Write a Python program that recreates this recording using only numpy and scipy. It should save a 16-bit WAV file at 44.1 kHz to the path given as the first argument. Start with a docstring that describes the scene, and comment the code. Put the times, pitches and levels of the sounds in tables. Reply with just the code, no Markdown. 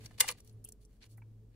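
"""A sharp clack, close by in a sheltered yard, as a bicycle chain snaps out of a steel chain tool.
The chain knocks the tool again and rattles off it; then loose links tick and gloves rub over the metal.
Each impact excites the resonant modes of the steel, while sliding friction makes a fine, gritty hiss.
The yard returns a short echo. Behind it a low hum swells and fades over faint rumble, drone and air."""
import sys
import numpy as np
from scipy import signal
from scipy.fft import rfft, irfft
from scipy.io import wavfile
from scipy.ndimage import uniform_filter1d

SR = 44100
rng = np.random.default_rng(int(sys.argv[2]) if len(sys.argv) > 2 else 0)


def unload_audio(sound):
    """Save the sound as a 16-bit wav file, at the path given as the first command line argument."""
    columns = np.transpose(np.atleast_2d(sound))
    # keep every value between -1 and 1, then stretch to whole-number steps
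    steps = np.round(np.clip(columns, -1, 1) * 32767)
    wavfile.write(sys.argv[1], SR, steps.astype(np.int16))


N = 68355
TIME = np.arange(N) / SR
FREQS, SCENE_FREQS = np.fft.rfftfreq(4096, 1 / SR), np.fft.rfftfreq(N, 1 / SR)

# Spectrum of the outdoor air. Each row: frequency in Hz, relative spectral density in dB.
AIR_SPECTRUM = [(10, -2.5), (30, -0.5), (75, 0.5), (140, -6.5), (230, -6), (340, -10.5), (440, -9),
                (620, -16), (1000, -24.5), (2000, -29.5), (5000, -31), (16000, -34)]
# Envelopes of the air, the hum and the drone. Each row: time in seconds, relative level in dB.
AIR_ENVELOPE = [(0, -56.5), (.3, -61), (.55, -60), (.9, -64.5), (1.3, -62), (1.55, -63.5)]
HUM_ENVELOPE = [(0.0, -58.5), (0.056, -51), (0.09, -65.5), (0.164, -57), (0.202, -69.5), (0.224, -63),
                (0.43, -70), (0.556, -52), (0.69, -66), (0.75, -85), (0.798, -65.5), (0.876, -73.5),
                (0.936, -67), (0.984, -95), (1.074, -62), (1.16, -54.5), (1.364, -56.5), (1.55, -63)]
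DRONE_ENVELOPE = [(0, -65), (.35, -77.5), (.5, -68.5), (.85, -72.5), (1.1, -77.5), (1.55, -73.5)]
# Reverberation time of the yard. Each row: frequency in Hz, T60 in seconds.
YARD_T60 = [(300, 0.14), (1500, 0.097), (4000, 0.41), (9000, .2), (16000, 0.099)]
# Strength of the yard's echo. Each row: frequency in Hz, gain in dB.
YARD_GAIN = [(300, 8.5), (1500, -7.5), (4000, -17.5), (9000, -16), (16000, -24)]
# Reflections off hands and frame. Each row: nominal delay in seconds, amplitude ratio.
NEAR_ECHOES = [(.0013, 0.28), (.0029, 0.21), (.0047, .22)]
# Colour shared by all metal contacts. Each row: frequency in Hz, gain in dB.
METAL_COLOUR = [(100, -33), (330, -21), (500, 6.5), (650, -2), (900, 2), (1400, -2), (1900, 2), (2300, 0.5),
                (3200, -2.5), (4600, -0.5), (5250, -6), (5700, -3), (8000, -6), (10700, -1.5), (11800, -7),
                (15500, -4)]
# Strokes of sliding chain and gloves.
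# Each row: start in seconds, length in seconds, level in dB, centre in Hz, width in octaves.
SLIDES = [(-.02, 0.12, -56.5, 3000, 1.88), (0.038, 0.035, -55.5, 7460, 1), (0.06, 0.13, -62, 2830, 1.8),
          (0.176, 0.014, -48.5, 4030, 1.2), (0.186, 0.027, -45.5, 4116, 1.6),
          (0.256, 0.071, -44.5, 7000, 2.6), (0.278, 0.032, -41.5, 4960, 1.3),
          (.367, 0.041, -56.5, 5100, 3.7), (0.431, 0.1, -64, 8000, 1.32), (.655, 0.056, -60.5, 10420, 1.3),
          (0.798, 0.057, -64, 7940, 1.22), (0.869, 0.14, -70.5, 8020, 3.9),
          (1.004, 0.053, -54.5, 3200, 1.09), (1.034, 0.044, -60, 4920, 1.6),
          (1.084, 0.073, -60, 8850, 1.11), (1.504, 0.12, -70.5, 2194, 1.08)]
# Dull knocks of the tool in the hand. Each row: start in seconds, level in dB, pitch in Hz.
KNOCKS = [(.108, -53.5, 1800), (.183, -55, 1164), (.2405, -40.5, 2000), (.349, -58.5, 1960),
          (1.179, -54, 1996), (1.218, -52.5, 2296)]
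# Modes of the gripped tool. Each row: ratio to the pitch, level in dB, time constant in seconds.
KNOCK_MODES = [(.40, -5, 0.0031), (.68, -11.5, 0.0024), (1, -2, 0.0026), (1.12, -6.5, .0015)]
# Modes of a loose link. Each row: frequency in Hz, level in dB, T60 in seconds.
LINK_MODES = [(2800, -14, 0.038), (4370, -20, 0.11), (5750, -5, .03), (7520, -13, .04), (9200, -4, 0.024),
              (10180, -8, 0.044), (11400, -13, .14), (13590, -6.5, 0.029)]
# Mode frequencies of tool and chain, in Hz.
STEEL_HZ = [510, 1020, 1180, 1667, 2033, 2372, 2840, 2877, 3290, 3628, 4267, 4447, 4930, 5655, 6655, 6895,
            7700, 7975, 8560, 9570, 10550, 10803, 13135, 14900]
# Ringing of those modes, in the same order. Each row: level in dB, T60 in seconds.
STEEL_RING = [(-55.5, 0.079), (-31, 0.053), (-38, 0.19), (-38.5, 0.053), (-32.5, 0.061), (-40.5, 0.13),
              (-34.5, 0.14), (-39, 0.13), (-33.5, 0.022), (-33.5, 0.068), (-29, 0.019), (-39, 0.076),
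              (-29, 0.026), (-27.5, 0.031), (-27, 0.01), (-25.5, .035), (-23.5, 0.075), (-30, 0.068),
              (-29.5, 0.043), (-21.5, 0.049), (-20.5, 0.01), (-27.5, 0.043), (-25.5, 0.012), (-32.5, 0.045)]
STEEL_MODES = [(hz, db, t60) for hz, (db, t60) in zip(STEEL_HZ, STEEL_RING)]
# Contacts of loose links, and of the chain on the tool.
# Each row: start in seconds, level in dB, centre in Hz, width in octaves, chatter decay in seconds.
LINK_TICKS = [(.059, -46.5, 5230, 0.32, 0.006), (.4035, -44, 7440, 0.56, 0.0013),
              (.447, -51.5, 11030, 0.64, 0.0034), (.475, -48, 7850, .8, 0.0015),
              (.495, -52, 6040, 0.66, 0.0018), (.525, -59, 10150, 0.044, .008),
              (.642, -47, 9120, .6, 0.0043), (.6472, -38.5, 9960, 0.24, 0.0024),
              (.653, -49, 11900, 0.13, 0.0031), (.653, -57.5, 3040, 0.16, 0.018),
              (.6878, -43, 9090, 0.41, 0.0028), (.695, -56, 8000, 1.13, .002),
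              (.7215, -45, 8060, 0.43, 0.0035), (.723, -53.5, 14700, .2, .003),
              (.850, -48, 6990, 0.37, .0015), (.857, -56, 7970, 0.57, 0.0017),
              (.929, -63.5, 5000, 1.56, .002), (1.024, -52, 4270, 0.34, 0.0058),
              (1.064, -55.5, 4463, 1.46, 0.0015), (1.173, -53.5, 14000, 0.73, 0.011)]
CHAIN_CLACKS = [(.1993, -30.5, 5640, 1.3, 0.012), (.2026, -20.5, 13400, 1.05, 0.0033),
                (.2045, -14.5, 8140, 0.81, 0.0019), (.2060, -14.5, 9214, 1.31, 0.0028),
                (.2077, -20, 3043, 1.6, 0.0016), (.2090, -16.5, 6955, 1.6, 0.0026),
                (.2106, -25.5, 2600, 1.2, 0.0019), (.2805, -27.5, 3070, 1.7, 0.00035),
                (.2812, -28, 1670, 0.53, .0007), (.2822, -33, 14850, 0.24, 0.0016),
                (.2841, -29, 7160, 0.42, 0.0041), (.2893, -18.5, 3790, 0.69, 0.0003),
                (.2902, -35.5, 1110, 2.05, 0.0081), (.302, -35, 10500, 0.045, 0.0032),
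                (.313, -36, 8600, 0.67, 0.0026), (.3225, -39, 6040, 0.91, 0.001)]
# Hard blows that ring the tool. Each row: start in seconds, level in dB, centre in Hz, width in octaves.
HARD_BLOWS = [(.2050, -1, 7000, 3.7), (.2893, -7.5, 1700, 0.58)]


def amp(db):
    """Amplitude ratio of a level in decibels."""
    return 10 ** (np.asarray(db) / 20)


def unit(x):
    """Normalisation to unit RMS."""
    return x / np.sqrt(np.mean(x ** 2) + 1e-20)


def envelope(points):
    """Amplitude over time, interpolated in decibels."""
    return amp(np.interp(TIME, *np.transpose(points)))


def curve_at(points, hz):
    """Interpolation on a logarithmic frequency axis."""
    f, value = np.transpose(points)
    return np.interp(np.log(hz + 1), np.log(f + 1), value)


def bell(f, hz, octaves):
    """Gaussian passband in log frequency, centred on hz."""
    return np.exp(-.5 * (np.log2((f + 1) / hz) / octaves) ** 2)


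def add(mix, start, sound):
    """Superposition of a stereo sound on the mix, from a start in seconds."""
    at = round(start * SR)
    sound = sound[:, max(-at, 0):]
    part = mix[:, max(at, 0):][:, :sound.shape[1]]
    part += sound[:, :part.shape[1]]


def colour(x, gain):
    """Minimum-phase filtering by a gain over FREQS, normalised to unit power."""
    log_gain = np.log(np.maximum(unit(gain), 1e-4))
    log_response = signal.hilbert(np.r_[log_gain, log_gain[-2:0:-1]]).conj()
    taps = np.fft.ifft(np.exp(log_response)).real
    return signal.fftconvolve(x, taps[None], axes=1)


def stereo_noise(size, bass_coherence=0.84, corner_hz=2200):
    """Interaural coherence falls with frequency: noise alike in the bass, unrelated in the treble."""
    left, independent = rfft(rng.standard_normal((2, size)))
    coherence = bass_coherence / (1 + (np.fft.rfftfreq(size, 1 / SR) / corner_hz) ** 2)
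    right = coherence * left + np.sqrt(1 - coherence ** 2) * independent
    return irfft(np.array([left, right]), size)


def shaped_noise(gain):
    """Spectral shaping of stereo noise by a gain over SCENE_FREQS, at unit RMS."""
    return unit(irfft(rfft(stereo_noise(N)) * gain, N))


def air():
    """Broadband outdoor noise whose spectral density falls toward the treble."""
    return envelope(AIR_ENVELOPE) * shaped_noise(amp(curve_at(AIR_SPECTRUM, SCENE_FREQS)))


def rumble(stereo_width=.35):
    """Deep narrowband noise; a small interaural difference keeps it near the centre."""
    band = amp(-64.5) * shaped_noise(bell(SCENE_FREQS, hz=48, octaves=.14))
    mid = band.mean(0)
    return mid + stereo_width * (band - mid)


def drone():
    """Noise confined to a very narrow band is heard as a faint pitch."""
    return envelope(DRONE_ENVELOPE) * shaped_noise(bell(SCENE_FREQS, hz=428, octaves=.03))


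def hum(pitch_hz=109.1, waver=0.004, fundamental_gain_db=2, overtone_db=-77.5):
    """Slow random frequency modulation makes a swelling low tone and its faint octave waver."""
    drift = unit(irfft(rfft(rng.standard_normal(N)) * bell(SCENE_FREQS, hz=5, octaves=0.94), N))
    phase = 2 * np.pi * np.cumsum(pitch_hz * (1 + waver * drift)) / SR
    fundamental = amp(fundamental_gain_db) * envelope(HUM_ENVELOPE) * np.sin(phase)
    return np.sqrt(2) * (fundamental + amp(overtone_db) * np.sin(2 * phase))


def yard_echo(x, rise_s=.004):
    """Diffuse reverberation from fence and shed: each band decays exponentially at its own rate."""
    hz, t, bands = signal.stft(stereo_noise(16384), SR, nperseg=256)
    t60 = curve_at(YARD_T60, hz)[:, None]
    decay = amp(curve_at(YARD_GAIN, hz)[:, None] - 60 * t / t60)
    energy_scale = np.sqrt(2 * np.log(1000) / (t60 * SR))  # long and short decays carry equal energy
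    tail = signal.istft(bands * decay * energy_scale, SR, nperseg=256)[1]
    tail *= np.minimum(TIME[:tail.shape[1]] / rise_s, 1)
    return signal.fftconvolve(x, tail, axes=1)[:, :N]


def with_reflections(x, delay_spread=0.17):
    """Early reflections off hands and frame join the direct sound, by a different path to each ear."""
    out = x.copy()
    for delay, share in NEAR_ECHOES:
        for ear in np.eye(2):
            add(out, delay * (1 + delay_spread * rng.uniform(-0.79, 1)), share * ear[:, None] * x)
    return out


def metal_response(modes, half_width_hz=44, widening=0.011, valley_db=-4):
    """Resonance gives a metal part's gain over FREQS a Lorentzian peak at each mode."""
    peaks = sum(1 / (1 + ((FREQS - hz) / (half_width_hz + widening * hz)) ** 2) for hz, _, _ in modes)
    return amp(curve_at(METAL_COLOUR, FREQS)) * np.sqrt(peaks + amp(valley_db) ** 2)


def slides(catches_per_s=1000, spread_db=0.5, hiss=0.66, size=8192):
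    """Sliding friction: dense tiny catches and a hiss drive the resonances of the steel."""
    out, response = np.zeros((2, N)), metal_response(STEEL_MODES)
    for start, length, db, hz, octaves in SLIDES:
        catches = rng.random(size) < catches_per_s / SR
        strength = amp(spread_db * np.minimum(rng.exponential(1, size), 4))
        grit = unit(catches * strength * rng.standard_normal((2, size)))
        friction = unit(grit + hiss * stereo_noise(size))
        stroke = np.sin(np.pi * np.minimum(TIME[:size] / length, 1))
        add(out, start, amp(db) * colour(friction * stroke, bell(FREQS, hz, octaves) * response))
    return out


def pulse(t, peak_s):
    """Critically damped envelope: it rises to one at peak_s, then dies away."""
    return t / peak_s * np.exp(1 - t / peak_s)


def knocks(rub_db=-7.5, rub_s=.003):
    """Damping: the gripped tool's modes die quickly, leaving a dull knock with a short rub."""
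    out, t = np.zeros((2, N)), TIME[:2048]
    for start, db, hz in KNOCKS:
        tone = sum(amp(level) * pulse(t, peak_s) * np.sin(2 * np.pi * hz * ratio * t)
                   for ratio, level, peak_s in KNOCK_MODES)
        add(out, start, amp(db) * np.array([tone, tone]))
        rub = stereo_noise(len(t)) * pulse(t, rub_s)
        add(out, start, amp(db + rub_db) * colour(rub, bell(FREQS, 0.59 * hz, octaves=.5)))
    return out


def contacts(hits, modes, crack=0.12, rise_s=.0003):
    """Forced response: a crack and a brief chatter of steel on steel pass through the resonances."""
    out, t, response = np.zeros((2, N)), TIME[:2048], metal_response(modes)
    for start, db, hz, octaves, decay in hits:
        chatter = stereo_noise(len(t)) * np.exp(-t / decay) * (1 - np.exp(-t / rise_s))
        chatter /= np.linalg.norm(chatter, axis=1, keepdims=True)
        chatter[:, 0] += crack  # impulse at first touch
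        chatter *= np.sqrt(decay * SR / 2)  # longer chatter carries more energy
        add(out, start, amp(db) * colour(chatter, bell(FREQS, hz, octaves) * response))
    return out


def ringing(hits, modes, rise_s=0.0014, left_ear_delay_s=.00005):
    """Free vibration: each hit leaves the modes near its centre frequency as decaying sinusoids."""
    out = np.zeros((2, N))
    t = np.maximum(TIME[:SR // 2] - np.array([[left_ear_delay_s], [0]]), 0)
    for start, db, centre, octaves, *_ in hits:
        tone = sum(bell(hz, centre, octaves) * amp(level - 60 * t / t60) * np.sin(2 * np.pi * hz * t)
                   for hz, level, t60 in modes)
        add(out, start, amp(db) * tone * np.minimum(t / rise_s, 1))
    return out


def loose_links():
    """Light impacts excite the high modes of a small link, heard as ticks."""
    return contacts(LINK_TICKS, LINK_MODES) + ringing(LINK_TICKS, LINK_MODES)


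def chain_on_tool():
    """Impact excitation: the freed chain clatters on the tool, and two hard blows set it ringing."""
    return contacts(CHAIN_CLACKS, STEEL_MODES) + ringing(HARD_BLOWS, STEEL_MODES)


def scene(handling_echo_db=-4.5):
    """Superposition of the background, the yard's echo and the direct sound of the metal."""
    clacks = chain_on_tool()
    handling = loose_links() + with_reflections(knocks() + slides())
    echo = yard_echo(clacks + amp(handling_echo_db) * handling)
    return hum() + rumble() + air() + drone() + echo + handling + clacks


def record(dry, split_hz=340, threshold_db=-48, depth_db=9, window_s=0.007, cutoff_hz=15720):
    """Downward expansion: a noise suppressor lowers the upper band when it is quiet; a low-pass follows."""
    low = signal.sosfiltfilt(signal.butter(2, split_hz, fs=SR, output="sos"), dry)
    high = dry - low
    power = uniform_filter1d((high ** 2).mean(0), int(window_s * SR))
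    level_db = 10 * np.log10(abs(power) + 1e-14)
    gated = low + high * amp(-np.clip(threshold_db - level_db, 0, depth_db))
    lowpass = signal.firwin(511, cutoff_hz, window=("kaiser", 5), fs=SR)
    return signal.oaconvolve(gated, lowpass[None], "same")


dry = scene()
out = record(dry)
unload_audio(out)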